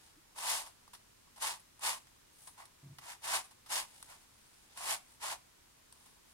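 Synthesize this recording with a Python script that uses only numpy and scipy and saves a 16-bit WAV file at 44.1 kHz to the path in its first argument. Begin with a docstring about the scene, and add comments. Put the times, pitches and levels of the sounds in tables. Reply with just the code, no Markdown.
"""Over a desk in a small quiet room, a many-sided plastic twisty puzzle is turned by hand.
Each turn drags pieces over each other: dense random slips, coloured as bright scrape, caps and hollow shell.
Pieces tick and rattle as enveloped noise bursts; fingertips rub as softer slips, and one squeaks as a rising sine.
The desk booms dully as decaying low sines, over a faint rustle of loose pieces and steady coloured noise."""
import sys
import numpy as np
from scipy import signal
from scipy.fft import rfft, irfft
from scipy.io import wavfile

SR = 44100
rng = np.random.default_rng(int(sys.argv[2]) if len(sys.argv) > 2 else 0)


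def digitize_waveform(pressure):
    """Quantize a signal to 16-bit integers and store it at the path in sys.argv[1].

    Rows of a 2-D input are taken as channels; values are limited to [-1, 1].
    """
    field = np.atleast_2d(pressure).T
    bounded = np.clip(field, -1, 1)
    quanta = np.round(bounded * 32767).astype(np.int16)
    wavfile.write(sys.argv[1], SR, quanta)


N = 279456
HZ = np.fft.rfftfreq(N, 1 / SR)
TIME = np.arange(N) / SR

# Hollow modes of the puzzle, deepest first. Each row: frequency in Hz, width in Hz, relative level in dB.
SHELL_MODES = [(713, 163, -2.5), (957, 294, -0.5), (1090, 255, -4)]


def gain_of(db):
    """Decibels to an amplitude factor."""
    return 10 ** (np.asarray(db) / 20)


def evened(x):
    """Scales to rms 1."""
    return x / np.sqrt(np.mean(x ** 2) + 1e-20)


def read(points, hz):
    """Interpolates a table on a log-frequency axis."""
    f, value = np.transpose(points)
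    return np.interp(np.log(hz + 1), np.log(f + 1), value)


def add(mix, start_s, sound):
    """Adds a sound to the mix at a time, cut at the end of the mix."""
    part = mix[..., round(start_s * SR):][..., :sound.shape[-1]]
    part += sound[..., :part.shape[-1]]


def filtered(x, response):
    """Filters so that white noise keeps its power."""
    return irfft(rfft(x) * response / np.sqrt(np.mean(abs(response) ** 2)), N)


def treble(x, hz):
    """The part of a sound above a frequency, with a soft skirt."""
    return irfft(rfft(x) * HZ ** 4 / (HZ ** 4 + hz ** 4), N)


def colour(points):
    """Minimum-phase response with a given spectrum in dB."""
    log_gain = np.log(gain_of(read(points, HZ)))
    circle = np.concatenate([log_gain, log_gain[-2:0:-1]])
    return np.exp(np.conj(signal.hilbert(circle)))[:len(HZ)]


def ringing(modes):
    """Response of a body: broad modes with steep skirts."""
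    power = sum(gain_of(db) ** 2 / (1 + (2 * (HZ - hz) / width_hz) ** 4) for hz, width_hz, db in modes)
    return colour(np.column_stack([HZ, 10 * np.log10(power + 1e-9)]))


def lurch(per_s):
    """Slow random unevenness of rms 1."""
    return evened(filtered(rng.standard_normal(N), 1 / (1 + (HZ / per_s) ** 4)))


def slips(per_s, spread_db, ring_s):
    """Random stick-slip releases of uneven size, each a short decaying noise burst."""
    happens = rng.random(N) < per_s / SR
    size = gain_of(spread_db * np.minimum(rng.exponential(1, N), 4)) * happens
    energy = signal.lfilter([1], [1, -np.exp(-2 / (ring_s * SR))], size ** 2)
    return evened(np.sqrt(energy) * rng.standard_normal((2, N)))


def arch(start_s, length_s, edge_db, fade_s=0.0089):
    """Gain of a touch, edge_db at its ends against its middle, with a short fade beyond each end."""
    off_centre_s = abs(TIME - start_s - length_s / 2)
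    inside = np.clip((length_s / 2 - off_centre_s) / fade_s + 1, 0, 1)
    return inside * gain_of(edge_db * np.minimum(2 * off_centre_s / length_s, 1) ** 2)


def paired(x, likeness):
    """Makes two unrelated signals partly alike, band by band."""
    a, b = rfft(x)
    same = np.clip(read(likeness, HZ), -1, 1)
    return irfft(np.array([a, same * a + np.sqrt(1 - same ** 2) * b]), N)


def hiss(level_db=-64.5):
    """Steady room and microphone noise: white noise coloured and partly shared between the channels."""
    # Each row: frequency in Hz, relative density in dB per Hz.
    spectrum = [(12, -34), (20, 1.5), (22, -3), (98, -3.5), (187, -7.5), (221, -7), (284, -8), (317, -8),
                (443, -9), (754, -12.5), (1350, -11.5), (2240, -13.5), (4140, -14), (9300, -15.5),
                (15800, -24)]
    # Each row: frequency in Hz, left-right likeness from -1 to 1.
    likeness = [(60, 0.98), (180, 0.4), (550, -0.55), (1650, 0.14), (4970, -0.076), (15000, 0.073)]
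    noise = filtered(rng.standard_normal((2, N)), colour(spectrum))
    return gain_of(level_db) * paired(noise, likeness)


def play(play_db=-81):
    """Loose pieces rustle faintly all the while: sparse slips ring the upper shell modes."""
    rustle = slips(per_s=160, spread_db=2.0, ring_s=0.0025)
    return gain_of(play_db) * filtered(rustle, ringing(SHELL_MODES[1:]))


def fingers(skin_db=1, hollow_db=-13, bright_hz=7000, edge_db=-11.5):
    """Skin whispers over the faces in fine slips, and stirs the shell a little."""
    # Slides. Each row: start in seconds, length in seconds, relative level in dB, treble gain in dB.
    slides = [(-0.03, 0.16, -63.5, -8), (2.328, 0.23, -67, 8), (3.8, 0.44, -61, -1.5),
              (4.143, 0.73, -69.5, -1), (4.696, 0.067, -62.5, -13), (5.045, 0.13, -66, 0),
              (5.898, 0.29, -67.5, 0.5), (6.26, 0.089, -71, 3)]
    # Skin on plastic. Each row: frequency in Hz, relative density in dB per Hz.
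    skin_spectrum = [(200, -16), (1000, -7.5), (2000, -7), (4500, -6), (7000, -7), (9500, -0.5),
                     (12000, -12.5), (16000, -16)]
    pressure = sum(gain_of(db) * arch(start_s, length_s, edge_db) for start_s, length_s, db, _ in slides)
    bright = sum((gain_of(db) - 1) * arch(start_s, length_s, 0) for start_s, length_s, _, db in slides)
    rub = pressure * slips(per_s=980, spread_db=0.0, ring_s=0.0022)
    skin = filtered(rub, colour(skin_spectrum))
    skin += bright * treble(skin, bright_hz)
    return gain_of(skin_db) * skin + gain_of(hollow_db) * filtered(rub, ringing(SHELL_MODES))


def squeak(start_s=0.163, length_s=0.04, level_db=-61.5, start_hz=265, rise_hz_per_s=2300):
    """Skin sticks and slips on a face: a short, soft, rising sine."""
    hz = start_hz + rise_hz_per_s * np.clip(TIME - start_s, 0, length_s)
    tone = np.sin(2 * np.pi * np.cumsum(hz) / SR)
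    return gain_of(level_db) * arch(start_s, length_s, edge_db=-22) * tone


def turn_shape(start_s, rise_s, fall_s, swell_db):
    """One push of the hand: how far the layer is moving (0-1), and its level against full speed in dB."""
    bite_s, stop_s = 0.045, 0.008  # breaking loose, coming to rest
    swell_power, brake_power = 0.87, 1.85  # push builds almost evenly; braking starts gently, then tightens
    brake_db = 29  # fall over the slowing time
    t = TIME - start_s
    moving = np.clip(t / bite_s, 0, 1) ** 2 * np.clip((rise_s + fall_s - t) / stop_s + 0.5, 0, 1)
    lacking = np.clip(1 - t / rise_s, 0, 1)
    braked = np.clip((t - rise_s) / fall_s, 0, 2)
    return moving, -swell_db * lacking ** swell_power - brake_db * braked ** brake_power


def turns(scrape_db=3.0, hollow_db=0.0, deep_db=-7.5, caps_db=-10.5,
          catch_db=0.46, catch_per_s=80, waver_db=1, waver_per_s=35):
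    """Sliding layers: bright slips at the surfaces, with caps and shell ringing under them."""
    # Turns and nudges of a layer. Each row: start in seconds, speeding up in seconds, slowing down in seconds,
    # relative scrape level at full speed in dB, swell from first bite to full speed in dB,
    # hollow ring against scrape in dB, then per grip: deepest shell mode, cap ring and treble gains in dB.
    turn_rows = [(0.335, 0.16, 0.183, -36.6, 19, -6.3, 2.5, -4, 1),
                 (1.386, 0.073, 0.125, -39.5, 0.5, -5, -1.5, 0.5, 0),
                 (1.79, 0.075, 0.13, -36.5, 13.5, -5.5, -1.5, 1, 0.5),
                 (2.552, 0.062, 0.068, -63.5, -8, 5.5, -4, 9, 0.5),
                 (2.98, 0.12, 0.085, -51, 16, -5.5, 4, 6, 0),
                 (3.203, 0.14, 0.09, -36.1, 14, -7, 5, 2.5, -0.5),
                 (3.675, 0.092, 0.095, -37.7, 4, -7.5, 3.5, -5.5, -0.5),
                 (4.055, 0.06, 0.085, -60, -1.5, -1.5, 6, 8, 0.5),
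                 (4.731, 0.178, 0.081, -37.7, 23, -5.5, 4.5, 5, 1.5),
                 (5.186, 0.13, 0.06, -43.5, 4, -2.5, 3, 5.5, -1)]
    # Plastic slipping on plastic. Each row: frequency in Hz, relative density in dB per Hz.
    scrape_spectrum = [(100, -31.5), (250, -36.5), (350, -14.5), (450, -15.5), (600, -4.5), (1400, -2.5),
                       (2000, -1.5), (2700, 0.5), (3500, -1.5), (5200, -1.2), (6300, -3), (8000, -1.2),
                       (9800, -0.5), (12000, -8.5), (16000, -19.5)]
    # Modes of the plastic caps. Each row: frequency in Hz, width in Hz, relative level in dB.
    cap_modes = [(1410, 410, -0.5), (2090, 820, -0.5)]
    ring_follows = 0.8  # dB of shell ring per dB of scrape: slow sliding sounds hollower

    scrape, hollow = np.zeros((2, N))
    drag = gain_of(catch_db * lurch(catch_per_s))  # edges catch and let go as they cross the seams
    for start_s, rise_s, fall_s, level_db, swell_db, ring_db, *_ in turn_rows:
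        moving, speed_db = turn_shape(start_s, rise_s, fall_s, swell_db)
        scrape += drag * moving * gain_of(level_db + speed_db)
        hollow += drag * moving * gain_of(level_db + ring_db + ring_follows * speed_db)
    hollow *= gain_of(waver_db * lurch(waver_per_s))  # moving pieces pass the slips to the shell unevenly

    starts_s, *_, deep, caps, bright = np.transpose(turn_rows)
    grip = np.maximum(np.searchsorted(starts_s, TIME) - 1, 0)  # each grip holds until the next turn
    deep, caps, bright = (gain_of(column)[grip] for column in (deep, caps, bright))

    surface_slips = slips(per_s=4500, spread_db=-1.0, ring_s=0.0014)
    surface = filtered(scrape * surface_slips, colour(scrape_spectrum))
    surface += (bright - 1) * treble(surface, hz=6100)
    cap_slips = slips(per_s=1100, spread_db=2.0, ring_s=0.00084)
    cap_ring = filtered(caps * scrape * cap_slips, ringing(cap_modes))
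    # the heavy shell smooths the slips into a hollow rush
    push = hollow * slips(per_s=5100, spread_db=1.5, ring_s=0.0022)
    deep_push = deep * hollow * slips(per_s=3300, spread_db=-0.5, ring_s=0.0055)
    body = gain_of(hollow_db) * filtered(push, ringing(SHELL_MODES[1:]))
    body += gain_of(deep_db) * filtered(deep_push, ringing(SHELL_MODES[:1]))
    return gain_of(scrape_db) * surface + gain_of(caps_db) * cap_ring + body


def strays(count=32, level_db=-73.5, spread_db=1.5, ring_db=10.5, rattle_s=0.0077):
    """Faint ticks of pieces settling at random moments, as rows like those of the clicks."""
    return [(when * TIME[-1], level_db + spread_db * (2 * size - 1), ring_db, rattle_s, 0)
            for when, size in rng.random((count, 2))]


def clicks(click_db=1.5, hollow_db=-4, rise_share=0.12, ping_hz=9100, ping_width_hz=4200):
    """Pieces snap and rattle: decaying noise bursts, the longer ones starting more softly, that knock the shell."""
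    # Pieces catching and seating. Each row: start in seconds, relative level in dB, hollow ring in dB,
    # rattle decay constant in seconds, gain of the high ping band in dB.
    click_rows = [(0.359, -57.5, 10.5, 0.016, 0), (0.383, -42.5, 0, 0.009, 0), (0.661, -50, 1, 0.023, -0.5),
                  (0.877, -59, 9.5, 0.005, -2), (0.932, -49.5, 1.5, 0.016, 1),
                  (0.948, -48.5, -12, 0.0073, -8), (1.359, -56, 3, 0.024, 1),
                  (1.376, -54.5, 6.5, 0.013, -2), (1.4205, -35, 3.5, 0.011, 2),
                  (1.596, -60.5, -8, 0.0086, 7.5), (1.793, -57.5, 8, 0.0036, 9),
                  (1.8346, -40, 0, 0.0042, 5), (2.068, -59.5, -2, 0.01, -4), (2.471, -49.5, 4, 0.012, 4.5),
                  (2.579, -59, 8, .007, 0), (2.6, -58, 12, .006, -4), (2.624, -59, 12.5, 0.0057, 2),
                  (2.654, -53, -9, .005, 3), (2.9845, -44, 0, 0.0065, -5), (3.2407, -48, -7, 0.007, 2),
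                  (3.343, -36, -14, 0.018, 0), (3.44, -56, 1, .016, 4.5), (3.508, -57.5, 2, 0.015, 0),
                  (3.6592, -53.5, 0, 0.022, -4), (3.7017, -45, 6, .007, 4), (4.0268, -41.5, -4, 0.0017, 4),
                  (4.773, -44.5, 0, 0.0076, 3), (4.862, -46, 6, 0.025, -2), (5.226, -49, -1, 0.013, 4),
                  (5.925, -51.5, 2, 0.0018, 10), (6.0577, -61, 4, 0.015, 2)]
    # An edge snapping past another. Each row: frequency in Hz, relative density in dB per Hz.
    tick_spectrum = [(150, -42), (600, -19), (1500, -1), (3500, -1.5), (5000, -1.5), (7000, -6), (9400, 3),
                     (12000, -7.5), (16000, -20)]
    tick, ping, knock = np.zeros((3, 2, N))
    t = TIME[:SR // 10]
    for start_s, level_db, ring_db, rattle_s, ping_db in click_rows + strays():
        envelope = np.exp(-t / rattle_s) * (1 - np.exp(-t / (rise_share * rattle_s)))
        burst = gain_of(level_db) * envelope * rng.standard_normal((2, len(t)))
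        add(tick, start_s, burst)
        add(ping, start_s, (gain_of(ping_db) - 1) * burst)
        add(knock, start_s, gain_of(ring_db) * burst)
    # a small piece struck on its edge rings in the ping band
    tick += irfft(rfft(ping) / (1 + (2 * (HZ - ping_hz) / ping_width_hz) ** 4), N)
    tick = filtered(tick, colour(tick_spectrum))
    return gain_of(click_db) * tick + gain_of(hollow_db) * filtered(knock, ringing(SHELL_MODES))


def desk(push_s=0.0086):
    """The shifting arm's soft, rubbing pushes swell into the low modes of the desk top."""
    # Pushes. Each row: start in seconds, level in dB.
    bumps = [(2.824, -48), (2.851, -50.5), (2.896, -51), (2.962, -62)]
    # Desk modes. Each row: frequency in Hz, gain in dB, decay time in seconds, phase roughness in radians rms.
    desk_modes = [(142.4, 3.5, 0.18, 0.34), (127, -9.5, 0.4, 0.97), (271, -8, 0.13, 0.7),
                  (344, -12.5, 0.15, 0.6), (680, -16, 0.097, 1)]
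    out, t = np.zeros(N), TIME[:SR // 2]
    for hz, mode_db, decay_s, rough_rad in desk_modes:
        swell = np.zeros(N)
        envelope = 0.0014 ** (t / decay_s) * (1 - np.exp(-t / push_s)) ** 2  # falls 57 dB in decay_s
        for start_s, level_db in bumps:
            add(swell, start_s, gain_of(level_db + mode_db) * envelope)
        out += swell * np.sin(2 * np.pi * hz * TIME + rough_rad * lurch(per_s=36))
    return out


def ports(x, lag_ms=0.15):
    """The puzzle is held left of centre, so its sound reaches the left microphone port first."""
    # Each row: frequency in Hz, left-right likeness (clipped to -1..1 after interpolation).
    likeness = [(200, 1), (700, -0.58), (1000, 1.56), (1600, -0.34), (2300, 1.36), (3200, 0.0244),
                (15000, 0.01)]
    # Each row: frequency in Hz, left minus right in dB.
    balance = [(450, 1.5), (700, 4), (900, -2), (1450, -7), (2100, -1), (2900, 0), (4200, 1.5), (6300, 0.5),
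               (8300, 4), (11000, -0.5)]
    left, right = rfft(paired(x, likeness))
    lean = gain_of(read(balance, HZ))
    late = np.exp(-2j * np.pi * HZ * lag_ms / 1000)
    return irfft(np.array([left * lean, right * late]) * np.sqrt(2 / (1 + lean ** 2)), N)


def room(x, far_decay_s=0.32, far_db=-15, near_decay_s=0.067, near_db=-9):
    """Small things on the desk scatter the treble back quickly; a faint tail follows from the walls."""
    t = TIME[:SR // 2]
    near, far = rng.standard_normal((2, 2, len(t))) * (t > 0.001)
    # falls of 56 and 61 dB in the decay times, each response scaled to unit energy
    near = evened(near * 0.0016 ** (t / near_decay_s)) / np.sqrt(len(t))
    far = evened(far * 0.00091 ** (t / far_decay_s)) / np.sqrt(len(t))
    scatter = signal.fftconvolve(treble(x, hz=2460), near, axes=1)[:, :N]
    tail = signal.fftconvolve(x, far, axes=1)[:, :N]
    return x + gain_of(near_db) * scatter + gain_of(far_db) * tail


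def scene():
    """The puzzle in its room, with the squeak, the desk and the noise floor added dry."""
    puzzle = play() + fingers() + turns() + clicks()
    return hiss() + squeak() + desk() + room(ports(puzzle))


def record(dry):
    """The recorder's band limit: a steep linear-phase low-pass."""
    edge_hz = 15900
    lowpass = signal.firwin(511, edge_hz, window=("kaiser", 9), fs=SR)
    return signal.oaconvolve(dry, lowpass[None], "same")


dry = scene()
out = record(dry)
digitize_waveform(out)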